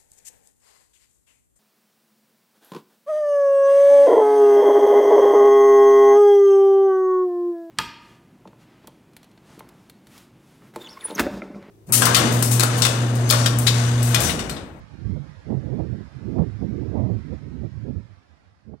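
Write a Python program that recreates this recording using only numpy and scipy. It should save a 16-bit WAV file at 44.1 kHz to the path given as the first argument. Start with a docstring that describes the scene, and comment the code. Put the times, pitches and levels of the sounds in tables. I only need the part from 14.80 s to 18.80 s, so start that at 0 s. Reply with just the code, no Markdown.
"""From the start a steam vent hisses some way off on an open hillside, and dry leaves tick faintly nearby.
Gusts soon buffet the microphone's two openings (ports), the right one, facing the wind, far harder
than the sheltered left. Faster air rumbles louder and brighter, and single whirls of air thud within it.
The strongest gust comes at 1.6 s. From about 2.4 s everything fades, with one last gust near the end."""
import sys
import numpy as np
from scipy import signal
from scipy.fft import rfft, irfft
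from scipy.io import wavfile
from scipy.ndimage import uniform_filter1d, map_coordinates

SR = 44100
rng = np.random.default_rng(int(sys.argv[2]) if len(sys.argv) > 2 else 0)


def digitize_waveform(pressure):
    """Quantize a signal to 16-bit integers and store it at the path in sys.argv[1].

    Rows of a 2-D input are taken as channels; values are limited to [-1, 1].
    """
    field = np.atleast_2d(pressure).T
    bounded = np.clip(field, -1, 1)
    quanta = np.round(bounded * 32767).astype(np.int16)
    wavfile.write(sys.argv[1], SR, quanta)


N = 176400  # 4 s


def amp(db):
    """Turns decibels into a number to multiply by."""
    return 10 ** (np.asarray(db) / 20)


def unit(x):
    """Scales a signal to an average size (rms) of 1."""
    return x / np.sqrt(np.mean(x ** 2) + 1e-20)


def level_at(spectrum, hz):
    """Looks up a table of f/Hz, level/dB, sliding between its rows by musical pitch."""
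    f, level_db = np.transpose(spectrum)
    return np.interp(np.log(hz + 1), np.log(f + 1), level_db)


def colour(x, spectrum):
    """Turns each frequency of x up or down by a table of f/Hz, level/dB."""
    hz = np.fft.rfftfreq(len(x), 1 / SR)
    return irfft(rfft(x) * amp(level_at(spectrum, hz)), len(x))


def curve(points):
    """Joins the rows of a table of t/s, level/dB with straight lines, one value per sample."""
    return np.interp(np.arange(N) / SR, *np.transpose(points))


def wander(rate_hz):
    """A smooth random wobble of average size 1, moving up to about the given rate."""
    hz = np.fft.rfftfreq(N, 1 / SR)
    return unit(irfft(rfft(rng.standard_normal(N)) * (hz > 0) / (1 + (hz / rate_hz) ** 4), N))


def steam(left_db, right_db, warble_db, peak_limit, surge_db, surge_hz):
    """The steam jet makes an even hiss that swells slightly.
    A faint, watery digital warble flickers over it in brief, narrow patches."""
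    # tone of the jet as each port hears it: f/Hz, level/dB
    left_tone = [(40, -108), (200, -95), (400, -91.5), (700, -90.5), (1000, -93.5), (1700, -96),
                 (2300, -100), (2800, -98), (3600, -96.5), (4200, -100), (4800, -107), (5500, -105),
                 (6400, -106), (7500, -111), (9500, -116), (10700, -120), (11800, -126), (12650, -122),
                 (13100, -133)]
    right_tone = [(40, -104), (200, -104), (500, -82.5), (900, -85.5), (1300, -86), (1900, -87),
                  (2400, -91.5), (2900, -99), (3400, -106), (4100, -100), (5000, -98), (5400, -99),
                  (5900, -108), (6900, -108), (7700, -113), (8500, -116), (9500, -112), (10500, -121),
                  (11700, -126), (12600, -122), (13100, -132)]
    frames, hz = N // 512 + 20, np.fft.rfftfreq(2048, 1 / SR)  # a grid of time by frequency
    surge, out = amp(surge_db * wander(surge_hz)), []
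    for tone, level_db in ((left_tone, left_db), (right_tone, right_db)):
        real, imaginary, warble = rng.standard_normal((3, frames, len(hz)))
        warble = uniform_filter1d(warble, size=7, axis=0)  # smooth over time
        warble = unit(uniform_filter1d(warble, size=3, axis=1))  # and over frequency
        digital_warble_db = warble_db * np.minimum(warble, peak_limit)
        grid = (real + 1j * imaginary) * amp(level_at(tone, hz) + digital_warble_db)
        hiss = signal.istft(grid.T, nperseg=2048, noverlap=1536)[1]
        out.append(amp(level_db) * unit(hiss[:N]) * surge)
    return np.array(out)


def leaves(level_db, ticks_per_s, spread_db, tick_s):
    """Dry leaves brush each other in loose clumps of ticks, each a tiny burst of noise."""
    # tone of the ticks: f/Hz, level/dB
    tick_tone = [(500, -27), (2500, 6.5), (6000, 12), (10000, -5), (14000, -3.5)]
    decay, out = np.exp(-np.arange(1000) / SR / tick_s), []
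    for side in range(2):
        hits = rng.random(N) < ticks_per_s / SR * np.exp(wander(3) - .5)  # the wobble makes clumps
        sizes = hits * amp(spread_db * np.minimum(rng.exponential(1, N), 3))
        ticks = signal.oaconvolve(sizes, decay)[:N] * rng.standard_normal(N)
        out.append(unit(colour(ticks, tick_tone)))
    return amp(level_db) * np.array(out)


def churn(levels, tone, level_db, lumpy_db, lumpy_hz):
    """Air churning behind a port makes a dull, lumpy rumble."""
    rumble = unit(colour(rng.standard_normal(N), tone))
    return rumble * amp(level_db + curve(levels) + lumpy_db * wander(lumpy_hz))


def whirls(sag_octaves_per_s, jitter, jitter_hz, edge_s):
    """Each whirl of air thuds: a low, unsteady tone swells and dies, sinking in pitch as it leaves."""
    # one thud a row: middle t/s, length without the edges/s, level/dB, f/Hz
    thuds = [(.27, .06, -18, 109.8), (.33, .06, -19.5, 78.8), (.4, .13, -21.5, 141.6),
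             (.51, .12, -32, 148.6), (.585, .06, -32, 93.8), (.725, .07, -20, 215.3),
             (.77, .08, -13.5, 134.8), (.93, .08, -18.5, 125.9), (.975, .08, -23, 227.6),
             (1.052, .05, -24, 117.3), (1.11, .06, -19, 119), (1.205, .06, -31.5, 198),
             (1.37, .06, -25, 129), (1.48, .08, -22.5, 196.7), (1.592, 0.056, -13.5, 210.8),
             (1.616, .045, -10.5, 157.2), (1.685, .06, -19, 112.4), (1.75, .1, -24, 105.2),
             (1.86, .05, -20, 105.7), (1.893, .08, -21, 211), (1.94, .08, -20, 133.7),
             (2.03, .07, -24.5, 127.5), (2.09, .07, -19.5, 100.3), (2.168, .07, -18, 230.5),
             (2.202, .05, -13.5, 98.5), (2.247, .06, -9.5, 119.5), (2.315, .06, -18.5, 179),
             (2.345, .09, -13.5, 109.6), (2.55, .06, -25, 83.3), (2.76, .08, -27, 243.6),
             (2.8, .07, -21, 79), (2.846, .05, -17.5, 113.6), (2.93, .1, -25, 119.5), (2.99, .06, -20, 109),
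             (3.045, .05, -22, 106), (3.101, .075, -20, 243.5), (3.118, .05, -15.5, 136.4),
             (3.17, .05, -17.5, 100), (3.24, .07, -26, 103.8), (3.32, .08, -28.5, 102.5),
             (3.38, .06, -37.5, 94.6), (3.53, .09, -35.5, 78.6), (3.68, .06, -35.5, 85),
             (3.73, .05, -37, 109), (3.893, 0.072, -20, 216.5), (3.935, .06, -26.5, 450.7)]
    t, out = np.arange(N) / SR, np.zeros(N)
    unsteady = np.exp(jitter * wander(jitter_hz))
    for (middle, length, level_db, hz), start_turn in zip(thuds, rng.random(len(thuds))):
        span = length + 2 * edge_s
        near = abs(t - middle) < span / 2
        from_middle = t[near] - middle
        pitch_hz = hz * unsteady[near] * 2 ** (-sag_octaves_per_s * from_middle)
        turns = start_turn + np.cumsum(pitch_hz) / SR
        swell = np.cos(np.pi * from_middle / span) ** 2
        out[near] += amp(level_db) * swell * np.sin(2 * np.pi * turns)
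    return out


def gusts(level_db, loudness_slope, db_per_octave, flutter_db, flutter_hz, lumpy_db, lumpy_hz):
    """Gusts blow random swirls past the port: faster air makes them louder and brighter."""
    # strength of the gusts: t/s, level/dB
    gust_levels = [(0.0, -28), (0.09, -42), (0.13, -28), (0.17, -29.5), (0.26, -19.5), (0.29, -24),
                   (0.33, -18.5), (0.35, -22), (0.37, -13.5), (0.41, -30), (0.51, -38), (0.6, -45.5),
                   (0.64, -41), (0.67, -19), (0.7, -9), (0.72, -3.5), (0.76, -10.5), (0.78, -13.5),
                   (0.8, -20.5), (0.87, -11.5), (0.895, -16), (0.925, -7.5), (0.965, -15), (1.0, -1),
                   (1.025, -12), (1.05, -13.5), (1.08, -22), (1.11, -22), (1.14, -13), (1.17, -26),
                   (1.21, -17.5), (1.25, -33), (1.31, -44), (1.35, -27), (1.41, -28.5), (1.43, -16),
                   (1.455, -24.5), (1.5, -16.5), (1.52, -17), (1.56, -9), (1.59, 0.88), (1.63, -7),
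                   (1.65, -17), (1.69, -23), (1.72, -34), (1.77, -31.5), (1.805, -24.5), (1.826, -7.5),
                   (1.855, -14), (1.885, -23), (1.92, -14), (1.98, -18), (2.02, -11.5), (2.05, -16),
                   (2.11, -17), (2.135, -11.5), (2.17, -3), (2.22, -6), (2.3, -9), (2.38, -20),
                   (2.44, -30.5), (2.5, -21), (2.53, -10), (2.55, -16.5), (2.58, -36), (2.64, -19),
                   (2.73, -26.5), (2.77, -20.5), (2.8, -20.5), (2.82, -14.5), (2.848, -10), (2.88, -25),
                   (2.92, -34), (2.965, -22.5), (3.01, -31), (3.05, -15.5), (3.085, -8), (3.14, -21.5),
                   (3.18, -17), (3.27, -41.5), (3.4, -43.5), (3.47, -55.5), (3.54, -36.5), (3.58, -56.5),
                   (3.82, -52), (3.86, -23), (3.895, -13.5), (3.92, -12), (3.943, -1), (3.955, -15),
                   (3.97, -25), (3.99, -41.5)]
    # tone of the swirls in a strong gust (strength 0 dB): f/Hz, level/dB
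    swirl_tone = [(30, -13), (130, -3.5), (205, -2), (310, -6), (480, -10), (720, -13), (1000, -23),
                  (1300, -30.5), (2000, -66)]
    strength_db = curve(gust_levels) + flutter_db * wander(flutter_hz)
    swirls = unit(colour(rng.standard_normal(2 * N), swirl_tone))
    travel = np.cumsum(2 ** (strength_db / db_per_octave))  # stronger gusts run through the noise faster
    pressure = map_coordinates(swirls, [travel], order=3, mode="wrap")
    return pressure * amp(level_db + loudness_slope * strength_db + lumpy_db * wander(lumpy_hz))


def wind():
    """Wind puffs softly on the sheltered left port, and rumbles, thuds and blasts on the right one."""
    # rise and fall of the low rumble at each port, and of a hollow, higher one: t/s, level/dB
    left_levels = [(0.0, 4), (0.12, -22), (0.42, -20.5), (0.46, -32.5), (0.52, -28), (0.59, -12),
                   (0.64, -7.5), (0.85, -2), (0.91, -17.5), (1.05, -11), (1.07, -19.5), (1.16, -14),
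                   (1.27, -31), (1.34, -11.5), (1.44, -10), (1.47, -3), (1.53, -33), (1.59, -6),
                   (1.74, -25.5), (1.8, -8.5), (1.91, -14.5), (2.04, -15), (2.09, -29), (2.22, -19),
                   (2.49, -32), (2.69, 6), (2.8, -18), (2.9, -5.5), (3.01, -27.5), (3.05, -11), (3.17, -22),
                   (3.2, -4), (3.36, -18.5), (3.43, -9.5), (3.57, -17.5), (3.62, -0.5), (3.67, -9),
                   (3.79, -2.5), (3.82, -19), (3.9, -28.5), (3.93, -2), (3.99, -23.5)]
    right_levels = [(0.0, -31.5), (0.15, -27.5), (0.3, -9), (0.45, -26), (0.63, -40), (0.73, -27.5),
                    (0.82, -19.5), (0.9, -22.5), (1.14, -11), (1.3, -29), (1.41, -28), (1.47, -11),
                    (1.55, -15), (1.62, -3), (1.68, -20), (1.78, -14), (1.85, -10.5), (2.12, -17),
                    (2.25, -11), (2.44, -16), (2.52, -11.5), (2.6, -24.5), (2.72, -13.5), (2.85, -10),
                    (2.9, -21.5), (3.17, -5.5), (3.27, -29), (3.44, -37), (3.6, -35), (3.8, -35),
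                    (3.91, -15), (3.99, -28)]
    hollow_levels = [(0, -56), (.25, -25), (.37, -22), (.55, -46), (.65, -33), (.72, -20.5), (.82, -26),
                     (1.03, -12), (1.1, -18.5), (1.21, -25.5), (1.3, -43), (1.44, -37.5), (1.49, -9),
                     (1.53, -14), (1.6, -7.5), (1.68, -17), (1.72, -31.5), (1.79, -24.5), (1.83, -8.5),
                     (1.89, -20.5), (1.98, -8.5), (2.1, -13), (2.2, -14.5), (2.32, -11), (2.44, -31),
                     (2.52, -17.5), (2.59, -47.5), (2.65, -27), (2.84, -17), (2.9, -36), (3.1, -20.5),
                     (3.18, -24.5), (3.26, -36), (4, -48.5)]
    # tone of the same three rumbles: f/Hz, level/dB
    left_tone = [(20, 4.5), (65, 5), (105, 3.5), (150, -1.5), (220, -13), (400, -35.5), (900, -58)]
    right_tone = [(20, -7.5), (65, -0.5), (120, -2), (190, -5), (270, -13), (450, -40), (900, -80)]
    hollow_tone = [(100, -32.5), (200, -2), (300, 2), (390, -2.5), (470, -12.5), (600, -26.5), (1000, -72)]
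    # how well a port lets the wind's pressure through: f/Hz, level/dB
    port_tone = [(20, -28.5), (36, -30.5), (56, -4), (75, -2), (110, -3.5), (170, -2.8), (900, -4),
                 (1500, -5.5), (4000, -45)]
    left = churn(left_levels, left_tone, level_db=-42.5, lumpy_db=-0.2, lumpy_hz=25)
    right = churn(right_levels, right_tone, level_db=-12.0, lumpy_db=-0.5, lumpy_hz=30)
    right += churn(hollow_levels, hollow_tone, level_db=-16.0, lumpy_db=1.47, lumpy_hz=25)
    right += whirls(sag_octaves_per_s=1.5, jitter=0.037, jitter_hz=35, edge_s=0.01104)
    right += gusts(level_db=-15.0, loudness_slope=0.75, db_per_octave=24,
                   flutter_db=0.64, flutter_hz=29.36, lumpy_db=0.88, lumpy_hz=90)
    return np.array([colour(side, port_tone) for side in (left, right)])


def scene():
    """Adds up steam, leaves and wind, in stereo."""
    hiss = steam(left_db=-58.5, right_db=-52.5, warble_db=7.5, peak_limit=0.73,
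                 surge_db=-0.2, surge_hz=6.7)
    ticks = leaves(level_db=-86.5, ticks_per_s=34, spread_db=1.5, tick_s=.002)
    return hiss + ticks + wind()


def record(dry):
    """Fades the sound evenly towards the end and cuts off the highest treble."""
    fade_start_s, fade_length_s, cutoff_hz = 2.37, 1.99, 13800
    fade = np.clip(1 - (np.arange(N) / SR - fade_start_s) / fade_length_s, 0, 1)
    lowpass = signal.firwin(511, cutoff_hz, window=("kaiser", 9), fs=SR)
    return signal.oaconvolve(dry * fade, lowpass[None], "same")


dry = scene()
out = record(dry)
digitize_waveform(out)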